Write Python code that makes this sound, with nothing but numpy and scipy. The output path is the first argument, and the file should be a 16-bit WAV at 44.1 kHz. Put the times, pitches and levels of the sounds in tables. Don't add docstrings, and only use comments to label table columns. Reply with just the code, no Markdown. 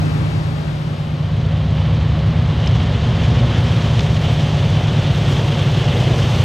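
import sys
import numpy as np
from scipy import signal
from scipy.fft import rfft, irfft
from scipy.io import wavfile

SR = 44100
rng = np.random.default_rng(int(sys.argv[2]) if len(sys.argv) > 2 else 0)


def transcribe(u):
    v = np.clip(np.atleast_2d(u).T, -1, 1)
    q = np.round(v * 32767).astype(np.int16)
    wavfile.write(sys.argv[1], SR, q)


N = 284004
TIME = np.arange(N) / SR

# (time [s], level [dB])
TRAIN_LEVEL = [(0, 4), (.6, -2.5), (.95, -4.5), (1.5, -3), (2.6, 0), (3.45, 3), (4.3, 0), (6.44, 0.5)]
# (time [s], half length [s], rise [dB], pitch [Hz])
FLANGE_RUBS = [(1.75, .45, .8, 3080), (2.63, .07, 4.4, 3020), (3.23, .04, 2.6, 3100),
               (3.85, .08, 1.3, 3130), (4.28, .06, 2.4, 3120), (4.44, .1, 1.8, 3030), (5.2, .21, 1, 3110),
               (5.56, .06, 1.2, 3100), (5.78, .03, 2, 3060), (5.92, .05, 2, 2960)]


def gain_of(db):
    return 10 ** (np.asarray(db) / 20)


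def unit_rms(x):
    return x / np.sqrt(np.mean(x ** 2) + 1e-20)


def curve(rows, column=1):
    columns = np.transpose(rows)
    return np.interp(TIME, columns[0], columns[column])


def at_hz(rows, hz):
    row_hz, value = np.transpose(rows)
    return np.interp(np.log(hz + 1), np.log(row_hz + 1), value)


def swells_db(rows):
    return sum(db * np.exp(-((TIME - s) / half_s) ** 2) for s, half_s, db, *_ in rows)


def drift(cutoff_hz):
    control_hz = 400
    hz = np.fft.rfftfreq(4096, 1 / control_hz)
    slow = irfft(rfft(rng.standard_normal(4096)) / np.sqrt(1 + (hz / cutoff_hz) ** 6))
    return np.interp(TIME * control_hz, np.arange(len(slow)), unit_rms(slow))


def noise():
    return rng.standard_normal(N)


def shaped(x, spectrum):
    hz = np.fft.rfftfreq(N, 1 / SR)
    above = np.maximum(hz / spectrum[-1][0], 1)
    return unit_rms(irfft(rfft(x) * gain_of(at_hz(spectrum, hz)) / above ** 4, N))


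def approach_db(db, growth, level_share=0, before_joint_db=0):
    speed_m_s, passes_at_s, offset_m, reference_m = 19.9, 8.92, 30, 46.8
    joint_s, joint_rise_s = 2.67, 0.13
    distance_m = np.hypot(offset_m, speed_m_s * (passes_at_s - TIME))
    nearing_db = growth * 20 * np.log10(reference_m / distance_m)
    far_rails = .5 - .5 * np.tanh((TIME - joint_s) / joint_rise_s)
    return db + nearing_db + level_share * curve(TRAIN_LEVEL) + before_joint_db * far_rails


def engine(cycles, steady_orders, swelling_orders, wide, wander_rad, smear, centre_order, split_cycles):
    # (time [s], phase scatter [cycles])
    echo_scatter = [(2.2, .65), (3.8, .22)]
    # (time [s], half length [s], rise [dB])
    throb = [(.2, 0.26, 5), (.88, 0.31, -8.5), (1.42, 0.3, 1)]
    deep_below_hz, throb_below_hz = 78, 130
    cycle_hz = cycles[-1] / TIME[-1]

    def order(k):
        k = round(k)
        phase = k * cycles + smear * (k - centre_order) ** 2
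        phase += split_cycles * (k % 2)
        phase += curve(echo_scatter) * (rng.random() - .5)
        return np.sqrt(2) * np.cos(2 * np.pi * phase + wander_rad * drift(0.86))

    steady, swelling = np.zeros((2, N))
    for k, db in steady_orders:
        train_db = curve(TRAIN_LEVEL) * np.clip(k * cycle_hz / 130, .9, 1.7)
        deep_db = approach_db(-2.5, growth=-0.26) * (k * cycle_hz < deep_below_hz)
        steady += gain_of(db + train_db + deep_db + 1.2 * drift(0.41)) * order(k)
    for k, db, depth_db, crest_s, period_s, wide_db in swelling_orders:
        wave_db = depth_db * np.cos(2 * np.pi * (TIME - crest_s) / period_s)
        throb_db = swells_db(throb) * (k * cycle_hz < throb_below_hz)
        swelling += gain_of(db + wave_db + wide_db * wide + throb_db) * order(k)
    return gain_of(-7.3 * wide) * steady + swelling


def lead_exhaust(turns, wide):
    # (order, level [dB])
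    steady = [(3, -52), (4, -37), (5, -36.5), (6, -34), (14, -44), (16, -50.5), (17, -45.5), (24, -47),
              (27, -56), (33, -49)]
    # (order, mean [dB], depth [dB], crest [s], period [s], gain when wide [dB])
    swelling = [(8, -24, 5, 3.55, 2.9, -15), (9, -32, 6, 4.6, 4.2, -11), (10, -22.4, 2.6, 4.54, 2.5, 2),
                (11, -30.5, 3, 2.6, 5.2, -2)]
    return engine(turns, steady, swelling, wide,
                  wander_rad=.08, smear=-.017, centre_order=7.5, split_cycles=0)


def trail_exhaust(cycles, wide):
    # (order, level [dB])
    steady = [(4, -47), (5, -41), (7, -35), (9, -34), (14, -32.5), (15, -39), (19, -38), (20, -35.5),
              (24, -41.5), (25, -46.5), (26, -37.5), (27, -41.5), (54, -48.5), (81, -48.5)]
    # (order, mean [dB], depth [dB], crest [s], period [s], gain when wide [dB])
    swelling = [(8, -27.5, 4, 2.3, 7, -8), (10, -30, 4.5, 3.4, 5.4, -10), (11, -26.5, 4, 2, 4.4, 1.5),
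                (12, -25.5, 3.5, 4.3, 8, -11), (13, -30, 4.5, 2.7, 4.8, -3),
                (16, -29.5, 8.5, 5.5, 5.5, -15.5), (18, -41.5, 8, 6, 6.5, -17)]
    return engine(cycles, steady, swelling, wide,
                  wander_rad=.1, smear=.007, centre_order=14.5, split_cycles=-.155)


def rumble(wide):
    # (frequency [Hz], level [dB])
    spectrum = [(15, -33), (30, -14), (50, -2.5), (65, 0), (110, 6.5), (165, 0), (200, -1), (260, -5.5),
                (330, -15), (600, -62)]
    level_db = approach_db(-26.7, growth=-0.38, level_share=0.6) - 6.5 * wide
    return gain_of(level_db) * shaped(noise(), spectrum)


def trackside_rush():
    # (frequency [Hz], level [dB])
    spectrum = [(150, -26), (215, -9), (265, -4.5), (335, -2), (430, -10), (600, -9), (800, -12),
                (1200, -16), (2100, -21.5), (3100, -23), (4400, -26), (6500, -35.5), (9000, -42),
                (11500, -47.5), (13100, -44), (14200, -63)]
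    return gain_of(-27.0) * shaped(noise(), spectrum)


def spaced_pair(x, lag_s):
    # (frequency [Hz], likeness [ratio])
    likeness = [(100, 1.3), (300, 0.65), (700, 0.72), (1400, 0.37), (3000, 0.18), (5000, 0.27), (7500, 1.6),
                (10000, 0.6)]
    # (frequency [Hz], left minus right [dB])
    balance = [(200, 0.5), (380, 1.5), (700, 4.5), (1300, 9.5), (2400, 8), (4400, 3.5), (8000, -0.5)]
    hz = np.fft.rfftfreq(N, 1 / SR)
    coherence = np.clip(at_hz(likeness, hz), 0, .97)
    lean = gain_of(at_hz(balance, hz) / 2)
    paths = noise() * np.exp(-TIME / 0.046)
    scattered = np.exp(1j * np.angle(rfft(paths)))
    delayed = np.exp(-2j * np.pi * np.minimum(hz * lag_s, 1))
    right = coherence * delayed + np.sqrt(1 - coherence ** 2) * scattered
    low_cut = hz ** 2 / np.hypot(hz ** 2, 42 ** 2)
    return irfft(rfft(x) * low_cut * np.array([lean, right / lean]), N)


def stack_roar(lead_turns, trail_cycles):
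    # (frequency [Hz], level [dB])
    spectrum = [(130, -3.5), (260, -3), (360, 2), (450, 0), (570, 1), (720, -3.5), (900, -12),
                (1150, -21.5), (1600, -51), (2600, -41.5), (6000, -54)]
    # (time [s], half length [s], rise [dB])
    surges = [(1.45, 0.23, 2), (4.75, 0.61, 1.1), (5.38, 0.15, 2), (6.02, 0.13, 3)]
    puffs = 1 + .09 * np.cos(2 * np.pi * 8 * lead_turns) + .07 * np.cos(2 * np.pi * 6 * trail_cycles)
    level_db = approach_db(-25.5, growth=0.67, level_share=0.48) + swells_db(surges)
    return shaped(noise(), spectrum) * puffs * gain_of(level_db)


def gear_whine():
    # (frequency [Hz], relative level [dB])
    tones = [(555, -10), (698, -17), (727, -17), (845, -17), (1111, -21), (1721, -27)]
    whine = np.zeros(N)
    for hz, db in tones:
        cycles = np.cumsum(hz + 2 * drift(18)) / SR
        whine += gain_of(db + 2 * drift(6)) * np.sin(2 * np.pi * cycles)
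    return whine * gain_of(approach_db(-27.5, growth=0.16, level_share=0.69))


def grit(per_s, spread_db):
    sizes = gain_of(spread_db * np.minimum(rng.exponential(1, N), 4))
    impacts = sizes * (rng.random(N) < per_s / SR)
    power = signal.lfilter([1], [1, -np.exp(-1 / (0.0012 * SR))], impacts ** 2)
    return unit_rms(noise() * np.sqrt(power))


def wheels(trail_cycles):
    # (frequency [Hz], level [dB])
    rolling_spectrum = [(400, -22), (800, 3.5), (1100, 4), (1500, -1), (2000, -1.5), (2500, -4.5),
                        (3200, -5), (4000, -5.5), (5000, -15), (8000, -44)]
    rail_spectrum = [(1500, -13), (2500, -9), (2850, -5.5), (3100, -5.5), (3300, -5), (3550, -6.5),
                     (3900, -14.5), (5000, -32.5), (8000, -46)]
    hiss_spectrum = [(2000, -50), (3500, -3.5), (4400, 1), (5300, -1), (6200, -2.5), (7000, -7.5),
                     (8400, -16), (10000, -22.5), (13000, -46.5)]
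    fizz_spectrum = [(5000, -7.5), (8000, 5), (10000, -3.5), (12000, -4), (13100, -1), (14000, -11),
                     (15500, -28.5)]
    # (time [s], half length [s], rise [dB])
    flares = [(3.95, 0.62, 4.5), (5.33, 0.066, 3.5)]
    flutter_db = drift(24) + .6 * np.cos(2 * np.pi * 3 * trail_cycles)
    rub_db, flare_db = swells_db(FLANGE_RUBS), swells_db(flares)

    rolling_db = approach_db(-31.0, growth=0.36, level_share=0.72, before_joint_db=0.7)
    rolling = shaped(noise() + .2 * grit(500, 1.6), rolling_spectrum)
    rolling *= gain_of(rolling_db + .45 * flutter_db)

    rail_db = approach_db(-30.0, growth=0.6, before_joint_db=-5.5)
    rails = shaped(noise() + .5 * grit(280, 3.0), rail_spectrum)
    rails *= gain_of(rail_db + rub_db + .7 * flutter_db + .7 * drift(9))
    squeal_db = approach_db(-40.3, growth=.45, before_joint_db=-3.3)
    squeal = rail_squeal() * gain_of(squeal_db + 1.5 * rub_db + flutter_db)

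    hiss = shaped(noise() + .5 * grit(500, 3.5), hiss_spectrum)
    fizz = shaped(noise() + .5 * grit(400, 3), fizz_spectrum)
    hiss_db = approach_db(-37.5, growth=0.9, level_share=0.14, before_joint_db=-4.0)
    fizz_db = approach_db(-46.0, growth=2.25, before_joint_db=2.0)
    hiss *= gain_of(hiss_db + .4 * flare_db + .44 * rub_db + .73 * flutter_db + .55 * drift(13))
    fizz *= gain_of(fizz_db + flare_db + .4 * rub_db + .5 * flutter_db + drift(8))
    return rolling + rails + squeal + hiss + fizz


def rail_squeal(width_hz=270, wander_hz=30):
    hz = curve(FLANGE_RUBS, column=3) + wander_hz * drift(7.13)
    b, a = signal.butter(2, width_hz / 2, fs=SR)
    baseband = signal.lfilter(b, a, noise() + 1j * noise())
    carrier = np.exp(2j * np.pi * np.cumsum(hz) / SR)
    return unit_rms((baseband * carrier).real)


def track_ticks(rise_s=0.00045, decay_s=0.0027):
    # (time [s], peak [dB], pitch [Hz], width [octaves])
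    ticks = [(2.661, -35, 6000, .6), (2.674, -21, 4500, .42), (3.583, -36, 5500, .55),
             (3.993, -14, 2600, .95), (4.006, -22, 4900, .45), (4.031, -34, 5800, .5),
             (4.145, -35, 5800, .55), (4.702, -33.5, 6100, .6), (4.93, -37, 6000, .6),
             (5.262, -32, 5000, .6), (5.379, -33, 5900, .55), (5.855, -31, 5000, .6),
             (6.18, -31, 6000, .55), (6.23, -30, 5500, .55)]
    out, t = np.zeros(N), np.arange(2048) / SR
    hz = np.fft.rfftfreq(len(t), 1 / SR)
    for start_s, peak_db, pitch_hz, octaves in ticks:
        band = np.exp(-(np.log2((hz + 1) / pitch_hz) / octaves) ** 2)
        ring = irfft(rfft(rng.standard_normal(len(t))) * band)
        snap = ring * (1 - np.exp(-t / rise_s)) * np.exp(-t / decay_s)
        start = round(start_s * SR)
        out[start:start + len(t)] += gain_of(peak_db) * snap / abs(snap).max()
    return out


def scene():
    # (time [s], cycle rate [Hz])
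    trail_speed = [(0, 8.93), (4.3, 8.937), (6.44, 8.885)]
    lead_hz, first_chug_s, first_beat_s = 15.235, .0395, .0705
    crossfade_s = [0.026, 1.774]
    lead_turns = lead_hz * (TIME - first_chug_s)
    trail_cycles = np.cumsum(curve(trail_speed)) / SR - first_beat_s * trail_speed[0][1]
    wide = np.interp(TIME, crossfade_s, [1, 0])
    exhaust = lead_exhaust(lead_turns, wide) + trail_exhaust(trail_cycles, wide) + rumble(wide)
    trackside = spaced_pair(exhaust + trackside_rush(), lag_s=0.00033)
    lawn = exhaust + stack_roar(lead_turns, trail_cycles) + gear_whine()
    lawn += wheels(trail_cycles) + track_ticks()
    return wide * trackside + (1 - wide) * lawn


def record(dry):
    taps = signal.firwin(511, 15750, window=("kaiser", 9), fs=SR)
    return signal.oaconvolve(dry, taps[None], "same")


dry = scene()
out = record(dry)
transcribe(out)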